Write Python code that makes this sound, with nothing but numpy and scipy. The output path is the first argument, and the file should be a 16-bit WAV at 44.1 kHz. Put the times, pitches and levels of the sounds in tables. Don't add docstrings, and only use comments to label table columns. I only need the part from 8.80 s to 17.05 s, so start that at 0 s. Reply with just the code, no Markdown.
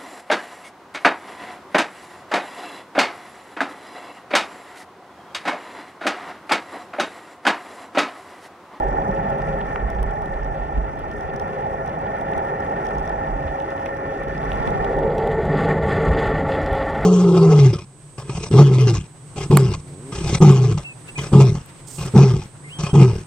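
import sys
import numpy as np
from scipy import signal
from scipy.fft import rfft, irfft
from scipy.io import wavfile
from scipy.ndimage import uniform_filter1d

SR = 44100
rng = np.random.default_rng(int(sys.argv[2]) if len(sys.argv) > 2 else 0)


def wrap_up_sound(samples):
    columns = np.atleast_2d(samples).T
    tamed = np.clip(columns, -1, 1)
    steps = np.round(tamed * 32767).astype(np.int16)
    wavfile.write(sys.argv[1], SR, steps)


N = 363825
HZ = np.fft.rfftfreq(N, 1 / SR)


def from_db(db):
    return 10 ** (np.asarray(db) / 20)


def rms_one(x):
    return x / np.sqrt(np.mean(x ** 2) + 1e-30)


def in_time(rows):
    s, *columns = np.transpose(rows)
    return [np.interp(np.arange(N) / SR, s, c) for c in columns]


def drift(rate):
    step = 40
    r = np.exp(-2 * step * np.pi * rate / SR)
    noise = rng.standard_normal(N // step + 2002)
    slow = signal.lfilter([1], [1, -2 * r, r * r], noise)[2000:]
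    return np.interp(np.arange(N) / step, np.arange(len(slow)), rms_one(slow))


def ring(x, hz, width_hz):
    r, w = np.exp(-np.pi * width_hz / SR), 2 * np.pi * hz / SR
    return signal.lfilter([0, np.sin(w)], [1, -2 * r * np.cos(w), r * r], x + 1e-18)


def bursts(clicks, decay_s):
    r = np.exp(-1 / (decay_s * SR))
    envelope = signal.lfilter([1 - r], [1, -2 * r, r * r], np.abs(clicks))
    return envelope * rng.standard_normal(N)


def magnitude(modes, column):
    power = 0
    for mode in modes:
        offset = 2 * (HZ - mode[0]) / (1.277 * mode[1])
        power = power + from_db(2 * mode[column]) / (1 + offset ** 2) ** 2
    return np.sqrt(power)


def causal(gain):
    cepstrum = irfft(np.log(gain), N)
    cepstrum[1:(N + 1) // 2] *= 2
    cepstrum[N // 2 + 1:] = 0
    return np.exp(rfft(cepstrum))


def notched(column):
    # pitch_hz, width_hz, depth in the sum (0-1), depth once folded (0-1)
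    notches = [(976, 54, 0.16, 0.05), (1052, 34, 0.05, 0.8), (1583, 37, 0.1, .45), (1686, 45, 0.4, .2),
               (8950, 830, 0.01, .97)]
    dips = [1 - np.clip(n[column], 0, 1) / (1 + 2j * (HZ - n[0]) / n[1]) for n in notches]
    return np.prod(dips, axis=0)


def crackle(share):
    sizes = from_db(3.6 * np.minimum(rng.exponential(1, N), 4.0))
    chance = 400 * from_db(3.6 * drift(9.0)) / SR
    clicks = sizes * (rng.random(N) < chance)
    return rms_one(share * rms_one(bursts(clicks, 0.00027)) + rng.standard_normal(N))


def snaps(folded):
    # start_s, level_db (before the modes), top_db (extra, of which each mode takes a share)
    snap_rows = [(0.0867, -46, -24), (0.1096, -44, -25), (0.3122, -42, -26), (0.5013, -41, -15),
                 (0.5836, -47, -17), (0.6195, -39, -29), (0.6888, -49, -22), (0.8669, -46, -23),
                 (1.1013, -37, -14), (1.1488, -47, -30), (1.2288, -34.5, -14), (1.3084, -43, -19),
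                 (1.4194, -41, -22), (1.4581, -43, -18), (1.6317, -44, -32), (1.645, -39, -41),
                 (2.1171, -49, -28), (2.1916, -44.5, -11), (2.3136, -41, -23), (2.382, -48, -16),
                 (2.4085, -38.5, -24), (2.5366, -44, -22), (2.5611, -33, -30), (2.597, -34, -25),
                 (2.8654, -47, -24), (2.8958, -46, -24), (3.0614, -45, -19), (3.0764, -41, -25),
                 (3.0944, -46, -23), (3.386, -44.5, -16), (3.4111, -44, -12), (3.5164, -44, -18),
                 (3.5643, -43, -24), (3.5786, -38, -20), (3.6498, -45, -18), (3.7015, -47, -25),
                 (3.803, -39.5, -28), (4.0495, -38, -26), (4.0567, -36, -27), (4.0671, -30, -34),
                 (4.088, -38, -34), (4.15, -44, -22), (4.183, -37, -30), (4.195, -44, -20),
                 (4.252, -46, -20), (4.2758, -38, -25), (4.294, -34, -36), (4.595, -46, -20),
                 (4.8, -40, -25), (4.9043, -39, -27), (4.9682, -49, -14), (5.059, -36, -27),
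                 (5.1677, -43, -25), (5.1999, -48, -21), (5.434, -41, -18), (5.4836, -41, -20),
                 (5.5786, -36, -37), (5.64, -42, -23), (5.6535, -39, -27), (5.7309, -40, -19),
                 (5.8004, -39, -30), (5.8521, -44, -31), (5.8731, -32, -31), (5.904, -36, -24),
                 (5.9466, -43, -29), (6.0243, -41, -25), (6.0447, -31, -29), (6.1664, -45, -22),
                 (6.188, -37.5, -25), (6.2337, -47, -22), (6.3818, -31.5, -17), (6.4453, -46, -23),
                 (6.4735, -35.5, -16), (6.515, -37, -25), (6.6523, -40, -18), (6.9192, -42, -29),
                 (7.0242, -41, -28), (7.0544, -47, -24), (7.0806, -43, -26), (7.3153, -40, -28),
                 (7.7112, -43, -23), (7.7503, -39, -21), (7.8166, -39, -25), (7.861, -26, -31),
                 (7.9295, -38, -9), (7.9513, -35, -23), (8.1501, -38, -24)]
    s, level_db, top_db = np.transpose(snap_rows)
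    at, out = (s * SR).astype(int), np.zeros((2, N))
    luck_db = rng.normal(0, 1.0, (len(at), 5))
    # pitch_hz, width_hz, level_db, share of top_db, gain once folded_db
    modes = [(3410, 740, -4.5, 0.17, 4), (5670, 1300, -8.5, 0.0085, -6.0), (7300, 1200, -26.0, 0.23, 15),
             (8820, 1600, 0.0, 0.63, -4.5), (12000, 3000, -3.5, 0.79, -2)]
    for k, (hz, width_hz, mode_db, top_share, folded_db) in enumerate(modes):
        clicks = np.zeros(N)
        snap_db = level_db + mode_db + luck_db[:, k] + top_share * top_db + folded_db * folded[at]
        clicks[at] = from_db(snap_db)
        both = bursts(clicks, 0.0005)
        for ear in range(2):
            puff = both + 1.33 * bursts(clicks, 0.00076)
            rung = ring(ring(puff, hz, width_hz), hz, width_hz)
            out[ear] += rung * (width_hz / SR) ** 1.41 * 30
    return out


def ticks():
    # start_s, peak_db, pitch_hz
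    tick_rows = [(.813, -30.5, 2920), (0.9591, -12, 1750), (3.5344, -29, 3000), (4.802, -34, 2906),
                 (5.061, -19, 2000), (5.0655, -31, 2700), (5.7181, -21.5, 3000), (5.875, -29, 3070),
                 (6.046, -29.5, 2800), (6.2345, -34, 3000), (6.381, -30.5, 3425), (7.0842, -40, 3222),
                 (7.7204, -33, 3000), (7.7506, -26, 2900)]
    # pitch_hz, width_hz, share
    tick_mode = (1790, 300, .25)
    tick_width_hz, rattle_decay_s, rattle_share = 1770, 0.0033, 0.07
    out, t = np.zeros(N), np.arange(600) / SR
    contact = t == 0
    ring_hz, ring_width_hz, ring_share = tick_mode
    dull = signal.butter(10, 4000, fs=SR, output="sos")
    for (s, peak_db, hz), noise in zip(tick_rows, rng.standard_normal((len(tick_rows), 600))):
        knock = contact + rattle_share * noise * np.exp(-t / rattle_decay_s)
        rung = ring(ring(knock, hz, tick_width_hz), hz, tick_width_hz)
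        shape = signal.sosfilt(dull, rung)
        shape = shape / np.abs(shape).max() + ring_share * ring(contact, ring_hz, ring_width_hz)
        at = int(s * SR)
        out[at:at + 600] -= from_db(peak_db) * shape / np.abs(shape).max()
    return out


def pops():
    # start_s, level_db (before softening), side (+1 swings up in the left ear, -1 in the right)
    pop_rows = [(.686, -20, 1), (1.978, -12, 1), (2.352, -27, -1), (2.544, -19, 1), (2.727, -26, -1),
                (2.99, -24, -1), (3.229, -28, -1), (3.424, -27, -1), (3.568, -16, 1), (5.473, -22, -1),
                (5.807, -15, 1), (5.877, -10, -1), (5.958, -14, -1), (6.026, -21, 1), (6.17, -17, -1),
                (6.192, -21, 1), (6.247, -18, -1), (6.345, -27, 1)]
    pop_hz = 125
    out, t = np.zeros(N), np.arange(1500) / SR
    swing = np.exp(-t * pop_hz / 0.36) * np.cos(2 * np.pi * pop_hz * t)
    for s, level_db, ear in pop_rows:
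        at = int(s * SR)
        out[at:at + 1500] += np.sign(ear) * from_db(level_db) * swing
    return signal.lfilter([.15], [1, -.85], out)


def bumps():
    # start_s, peak_db (of the envelope), start_hz, end_hz, decay_s
    bump_rows = [(0.269, -23, 200, 188, 0.021), (0.321, -33, 118, 162, 0.028),
                 (.42, -27.5, 178, 191, 0.025), (0.504, -27.5, 121, 148, 0.029),
                 (.588, -26, 149, 141, 0.016), (.66, -27.5, 145, 176, 0.021), (1.972, -11.5, 38, 48, 0.009),
                 (1.977, -28, 270, 151, 0.0086), (2.014, -19.5, 46, 44, 0.018),
                 (4.597, -24.5, 140.6, 140, 0.015), (4.636, -24.5, 110, 60, 0.024),
                 (7.272, -20, 212.3, 118.5, 0.014), (7.299, -11.5, 85, 45, 0.014)]
    out, t = np.zeros(N), np.arange(SR // 2) / SR
    for s, peak_db, start_hz, end_hz, decay_s in bump_rows:
        hz = end_hz + (start_hz - end_hz) * np.exp(-t / decay_s)
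        envelope = np.e * t / decay_s * np.exp(-t / decay_s)
        at = int(s * SR)
        out[at:at + len(t)] += from_db(peak_db) * envelope * np.sin(2 * np.pi * np.cumsum(hz) / SR)
    return out


def surge():
    # time_s, level_db
    sway = [(0, -35.5), (1.9, -32.5), (2.2, -38), (2.7, -45), (3.9, -43), (4.3, -35.5), (5.1, -48),
            (5.6, -31.5), (8.25, -39)]
    # middle_s, length_s, peak_db (added to the sway)
    pushes = [(0.048, 0.42, -26), (0.327, 0.078, -31), (0.73, 0.12, -33), (1.052, 0.11, -21.5),
              (1.22, 0.23, -21), (1.567, 0.2, -31), (1.682, 0.16, -29), (1.813, 0.071, -31),
              (1.94, 0.1, -26), (4.19, 0.079, -26), (4.356, 0.098, -36), (4.524, 0.17, -25),
              (4.69, .12, -30), (5.565, 0.11, -45), (5.732, 0.15, -37), (6.16, .1, -34), (7.299, 0.15, -23),
              (7.552, 0.27, -32), (7.904, 0.16, -29)]
    patchy_db = 2
    push = rng.standard_normal(N)
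    rock = rms_one(ring(ring(push, 45.7, 9.7), 51.6, 19)) + 0.3 * rms_one(ring(push, 69, 35))
    even = np.sqrt(uniform_filter1d(rock ** 2, size=4500))
    t = np.arange(N) / SR
    level = from_db(in_time(sway)[0] + patchy_db * drift(9.7))
    for s, length_s, peak_db in pushes:
        level = level + from_db(peak_db) * np.cos(np.pi * np.clip((t - s) / length_s, -.5, .5)) ** 2
    return level * rock / even


def tone():
    # time_s, pitch_hz, level_db (rms, before the roughening)
    tone_rows = [(0.0, 549, -38.5), (0.5, 548, -31.5), (.72, 545.5, -36), (0.88, 541, -43.5),
                 (1.4, 545.6, -48), (1.72, 544, -41), (1.84, 538, -41.5), (2.2, 541, -45),
                 (2.75, 542.4, -37.5), (3.3, 543.6, -36), (4.4, 542.7, -40.5), (4.75, 542.3, -35.5),
                 (5.35, 544, -35.5), (6.0, 541, -42.5), (6.2, 543.6, -31.5), (7.0, 544.7, -39.5),
                 (7.6, 540.4, -30.5), (8.25, 541, -32)]
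    hz, level_db = in_time(tone_rows)
    phase = 2 * np.pi * np.cumsum(hz + 2.2 * drift(6)) / SR
    rough_db = 2.2 * drift(6.7) + 2.95 * drift(48.0)
    return np.sqrt(2) * from_db(level_db + rough_db) * np.sin(phase)


def pickup(modes, drive, stray):
    # pitch_hz, phase lead_rad, likeness (0-1)
    pair_rows = [(50, 2.7, .9), (130, .8, .3), (360, .6, .2), (410, .2, .8), (540, -1, 1), (920, -2.5, 1),
                 (1020, -.8, .97), (1180, -.25, .95), (1370, -.9, .88), (1440, 0, .7), (1530, -.3, .85),
                 (1640, -3, .85), (1730, -3.5, 1), (1850, -4.3, .97), (1960, -5.6, .65), (2030, -7.8, .4),
                 (2090, -9.4, .88), (2190, -9.1, .88), (2330, -8, .95), (2500, -8.6, .92), (3000, -8, 1),
                 (5700, -8.5, 0.3), (12000, -8.5, .45)]
    pair_gain, apart_gain, folded_gain = [magnitude(modes, column=c) for c in range(2, 5)]
    folded = causal(folded_gain) * notched(column=3)
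    hz, lead, alike = np.transpose(pair_rows)
    lead = np.interp(np.log(HZ + 1), np.log(hz), lead)
    alike = np.interp(np.log(HZ + 1), np.log(hz), np.clip(alike, 0, 1))
    drive = rfft(drive)
    pair = drive * causal(pair_gain)
    following = alike * pair / pair_gain * np.exp(1j * lead)
    side = apart_gain * (following + np.sqrt(1 - alike ** 2) * rfft(stray))
    scale = np.sqrt(np.mean(pair_gain ** 2))
    folded_scale = np.sqrt(np.mean(folded_gain ** 2))
    pair_sound = irfft(pair * notched(column=2), N) / scale
    return pair_sound, irfft(side, N) / scale, irfft(drive * folded, N) / folded_scale


def engine(folded, wide, wide_low):
    # sum_db, difference_db, folded_db (folded to the centre)
    housing = [(84.2, 41, -58.5, -67.5, -43), (149, 41, -53, -75.5, -44), (208.2, 59, -57.5, -73, -48),
               (308, 97, -58.5, -83, -54), (405, 59, -52, -70, -43.5), (496, 135, -56, -80, -47),
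               (586, 37, -56, -71.5, -45.5), (664.6, 81, -54, -57.5, -45), (795.7, 83, -50.5, -53, -45.5),
               (858, 84, -58, -48, -45), (890, 154, -96, -51, -73.5), (1085, 63, -66, -65, -54.5),
               (1227, 64, -69.5, -76.5, -60.5), (1370, 108, -64, -80, -54.5), (1493, 74, -67.5, -74, -57),
               (1640, 50, -82.5, -75, -93), (1808, 103, -60.5, -73.5, -51), (1972, 240, -70.5, -85, -57),
               (2336, 173, -77, -78, -70), (2640, 240, -81.5, -84.5, -77), (2956, 200, -86, -89, -78),
               (3383, 340, -88, -90.5, -77.5), (4040, 570, -100, -99, -85.5), (4710, 380, -101, -92.5, -87),
               (5600, 1020, -95.5, -99, -105), (6230, 540, -100, -98, -107), (7080, 1100, -106, -100, -91),
               (8460, 1300, -102, -105, -94.5), (9450, 1600, -106, -106, -100),
               (11600, 1400, -109, -110, -107), (14000, 2000, -120, -120, -117)]
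    orders = [(154.3, 9.6, -58, -73.5, -36.5), (197.6, 16, -70, -84, -45.5), (283.4, 18, -54.5, -79, -46.5),
              (333, 16, -57, -79, -54), (397, 11, -53.5, -71, -41.5), (407.5, 7.5, -60.5, -69, -47),
              (445.8, 18.7, -65.5, -74.5, -37.5), (655.5, 17, -51, -56, -58), (766.3, 18, -53, -56.5, -54),
              (809, 13, -56, -53.5, -52), (854, 14, -57.5, -54.5, -59), (1143, 54, -73, -76, -51.5),
              (1317, 26, -67, -77.5, -57), (1383, 29, -65.5, -80.5, -57.5), (1617, 20, -68, -75.5, -82),
              (1732, 24, -62, -78.5, -64.5), (1800, 26, -59.5, -70.5, -59), (1836, 19, -63.5, -76, -57.5)]
    # low_hz, high_hz
    voice_edges = [(125, 230), (230, 330), (330, 500), (500, 1020), (1020, 2500), (2500, 5000),
                   (5000, 20000), (0, 125)]
    # flicker_db, crackle share, narrowest width_db, level_db (at the quiet levels below),
    # share of the hum's swing, share of the wash's swing, gain once folded_db
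    voices = [(0.15, 0.0, -82, -35, 0.87, 0.01, 0.7), (0.3, 0.0, -80, -37, 0.93, 0.01, 0.5),
              (0.7, 0.0019, -83, -34, 0.96, 0.01, -0.47), (0.9, 0.0024, -80, -34, 0.88, 0.066, -1),
              (1.0, 0.1, -80, -38, 0.77, 0.57, -2), (1.84, 0.65, -27.5, -59, 0.039, .95, -0.1),
              (1, 0.88, -18.5, -67, 0.27, 0.72, -3), (2.5, 0.053, -83, -41.5, 0.31, 0.27, 5)]
    # time_s, level_db
    hum = [(0, -22.5), (.5, -26), (.9, -28.5), (1.9, -30.5), (2.15, -32.5), (2.6, -28.5), (3.3, -26),
           (4.15, -26), (4.7, -28), (5.5, -31), (5.9, -25.5), (6.2, -19.5), (6.8, -21.5), (7.0, -19),
           (7.3, -19.5), (7.63, -21.5), (8.0, -21), (8.25, -21.5)]
    # time_s, level_db
    wash = [(0, -59.5), (.8, -58), (1.4, -60.5), (2.0, -59.5), (4.0, -58), (5.4, -57), (5.72, -52.5),
            (5.9, -52.5), (6.2, -56), (6.7, -51.5), (6.76, -50.5), (6.78, -45), (6.85, -43.5),
            (6.87, -48.5), (6.9, -39), (6.94, -50), (6.98, -49), (7.0, -56), (7.03, -48), (7.07, -51),
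            (7.09, -41), (7.17, -43), (7.19, -48), (7.22, -45), (7.28, -45.5), (7.3, -52), (7.32, -46),
            (7.36, -48), (7.39, -43.5), (7.5, -46), (7.53, -51), (7.57, -46), (7.65, -52.5), (7.71, -44.5),
            (7.88, -50.5), (8.0, -47), (8.25, -50)]
    # time_s, level near 160 Hz_db, level near 280 Hz_db, level near 400 Hz_db
    drone = [(0.0, -39, -34, -32.5), (0.37, -31, -40, -34.5), (0.8, -34, -46.5, -36.5),
             (2.18, -42, -42, -41), (2.71, -36, -46, -36.5), (4.18, -34.5, -39.5, -34.5),
             (4.78, -39, -37.5, -41.5), (5.01, -44, -40.5, -36.5), (5.77, -32.5, -39.5, -35.5),
             (5.88, -29.5, -40, -31.5), (6.07, -34, -41.5, -29), (6.25, -26.5, -32, -23.5),
             (6.27, -29.5, -40, -23.5), (6.64, -25.5, -48, -25), (6.69, -22.5, -34, -23.5),
             (7.01, -25.5, -34.5, -23), (7.42, -25.5, -31, -26.5), (8.09, -35.5, -31, -34.5),
             (8.18, -27, -36, -31), (8.25, -34, -30, -37)]
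    # time_s, level_db
    whine = [(0, 1), (.8, 1.5), (2, -2), (2.8, -1), (3.6, 3), (4.2, 1.2), (4.8, -1), (5.5, 0.5), (6, 3.5),
             (6.4, 2), (7, 5), (8.25, 2)]
    # middle_s, length_s, change_db
    hum_dip = (7.018, 0.029, -6)
    quiet_hum_db, quiet_wash_db, quiet_drone_db = -29, -59, -36
    throb_db, throb_rate = 1.0, 33
    treble_fold_lag = 2.0

    mid = side = 0
    hum_db = in_time(hum)[0] - quiet_hum_db
    wash_db = in_time(wash)[0] - quiet_wash_db + throb_db * drift(throb_rate)
    own_curves_db = dict(zip((125, 230, 330), np.array(in_time(drone)) - quiet_drone_db))
    own_curves_db[1020] = in_time(whine)[0]
    dip_s, dip_length_s, dip_db = hum_dip
    dip_db = dip_db * np.exp(-(2 * (np.arange(N) / SR - dip_s) / dip_length_s) ** 4)
    for (low, high), voice in zip(voice_edges, voices):
        flicker_db, share, narrowest_db, own_db, hums, washes, folded_db = voice
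        modes = [m for m in housing + orders if low <= m[0] < high]
        if share:
            heard = share * (1 - 0.16 * folded)
            drive, stray = crackle(heard), crackle(heard)
        else:
            drive, stray = rng.standard_normal((2, N))
        pair, apart, centre = pickup(modes, drive, stray)
        swing_db = hums * (own_curves_db.get(low, hum_db) + dip_db) + washes * wash_db
        flicker = flicker_db * (drift(31.0) + 0.3 * drift(6.0))
        gain = from_db(own_db + swing_db + flicker)
        turned = folded ** treble_fold_lag if low >= 5000 else folded
        mid = mid + gain * ((1 - turned) * pair + turned * from_db(folded_db) * centre)
        width = np.maximum(wide_low if high <= 500 else wide, from_db(narrowest_db))
        side = side + gain * apart * width
    return mid, side


def scene():
    # time_s, gain of the difference_db
    width_low = [(0, 0.5), (2.2, 8.5), (3.7, -7.5), (5.3, -3), (5.9, 6), (8.25, 6.5)]
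    fold_start_s, fold_length_s = 5.47, 0.95
    return_start_s, return_per_s = 7.4, 0.27
    narrow_start_s, narrow_db_per_s, narrow_low_db_per_s = 6.025, 49, 108
    width_db = 0.9

    t = np.arange(N) / SR
    turning = np.minimum((t - fold_start_s) / fold_length_s, 1)
    returning = return_per_s * np.maximum(t - return_start_s, 0)
    folded = np.clip(turning - returning, 0, 1)
    narrowing_s = np.maximum(t - narrow_start_s, 0)
    wide = from_db(-narrow_db_per_s * narrowing_s)
    wide_low = from_db(in_time(width_low)[0] - narrow_low_db_per_s * narrowing_s)

    near, tick = snaps(folded), ticks()
    rock = surge() + bumps()
    line = tone()
    mid, side = engine(folded, from_db(width_db) * wide, wide_low)
    late_line = np.roll(line, 14)
    mid = mid + line + rock + near.mean(axis=0) + tick
    apart = from_db(-8.0) * late_line - from_db(-13.5) * wide * rock
    apart = apart + (near[0] - near[1]) / 2 - 0.39 * tick
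    side = side + pops() + wide * apart
    return np.array([mid + side, mid - side])


def record(dry):
    hiss_gain_db, cutoff_hz = -72.5, 15800
    bright = signal.butter(2, [10500, 14000], "band", fs=SR, output="sos")
    hiss = signal.sosfilt(bright, rng.standard_normal((2, N)))
    bass_cut = signal.butter(2, 24, "high", fs=SR, output="sos")
    dry = signal.sosfilt(bass_cut, dry + from_db(hiss_gain_db) * hiss)
    return signal.sosfilt(signal.ellip(12, .5, 60, cutoff_hz, fs=SR, output="sos"), dry)


dry = scene()
out = record(dry)
wrap_up_sound(out)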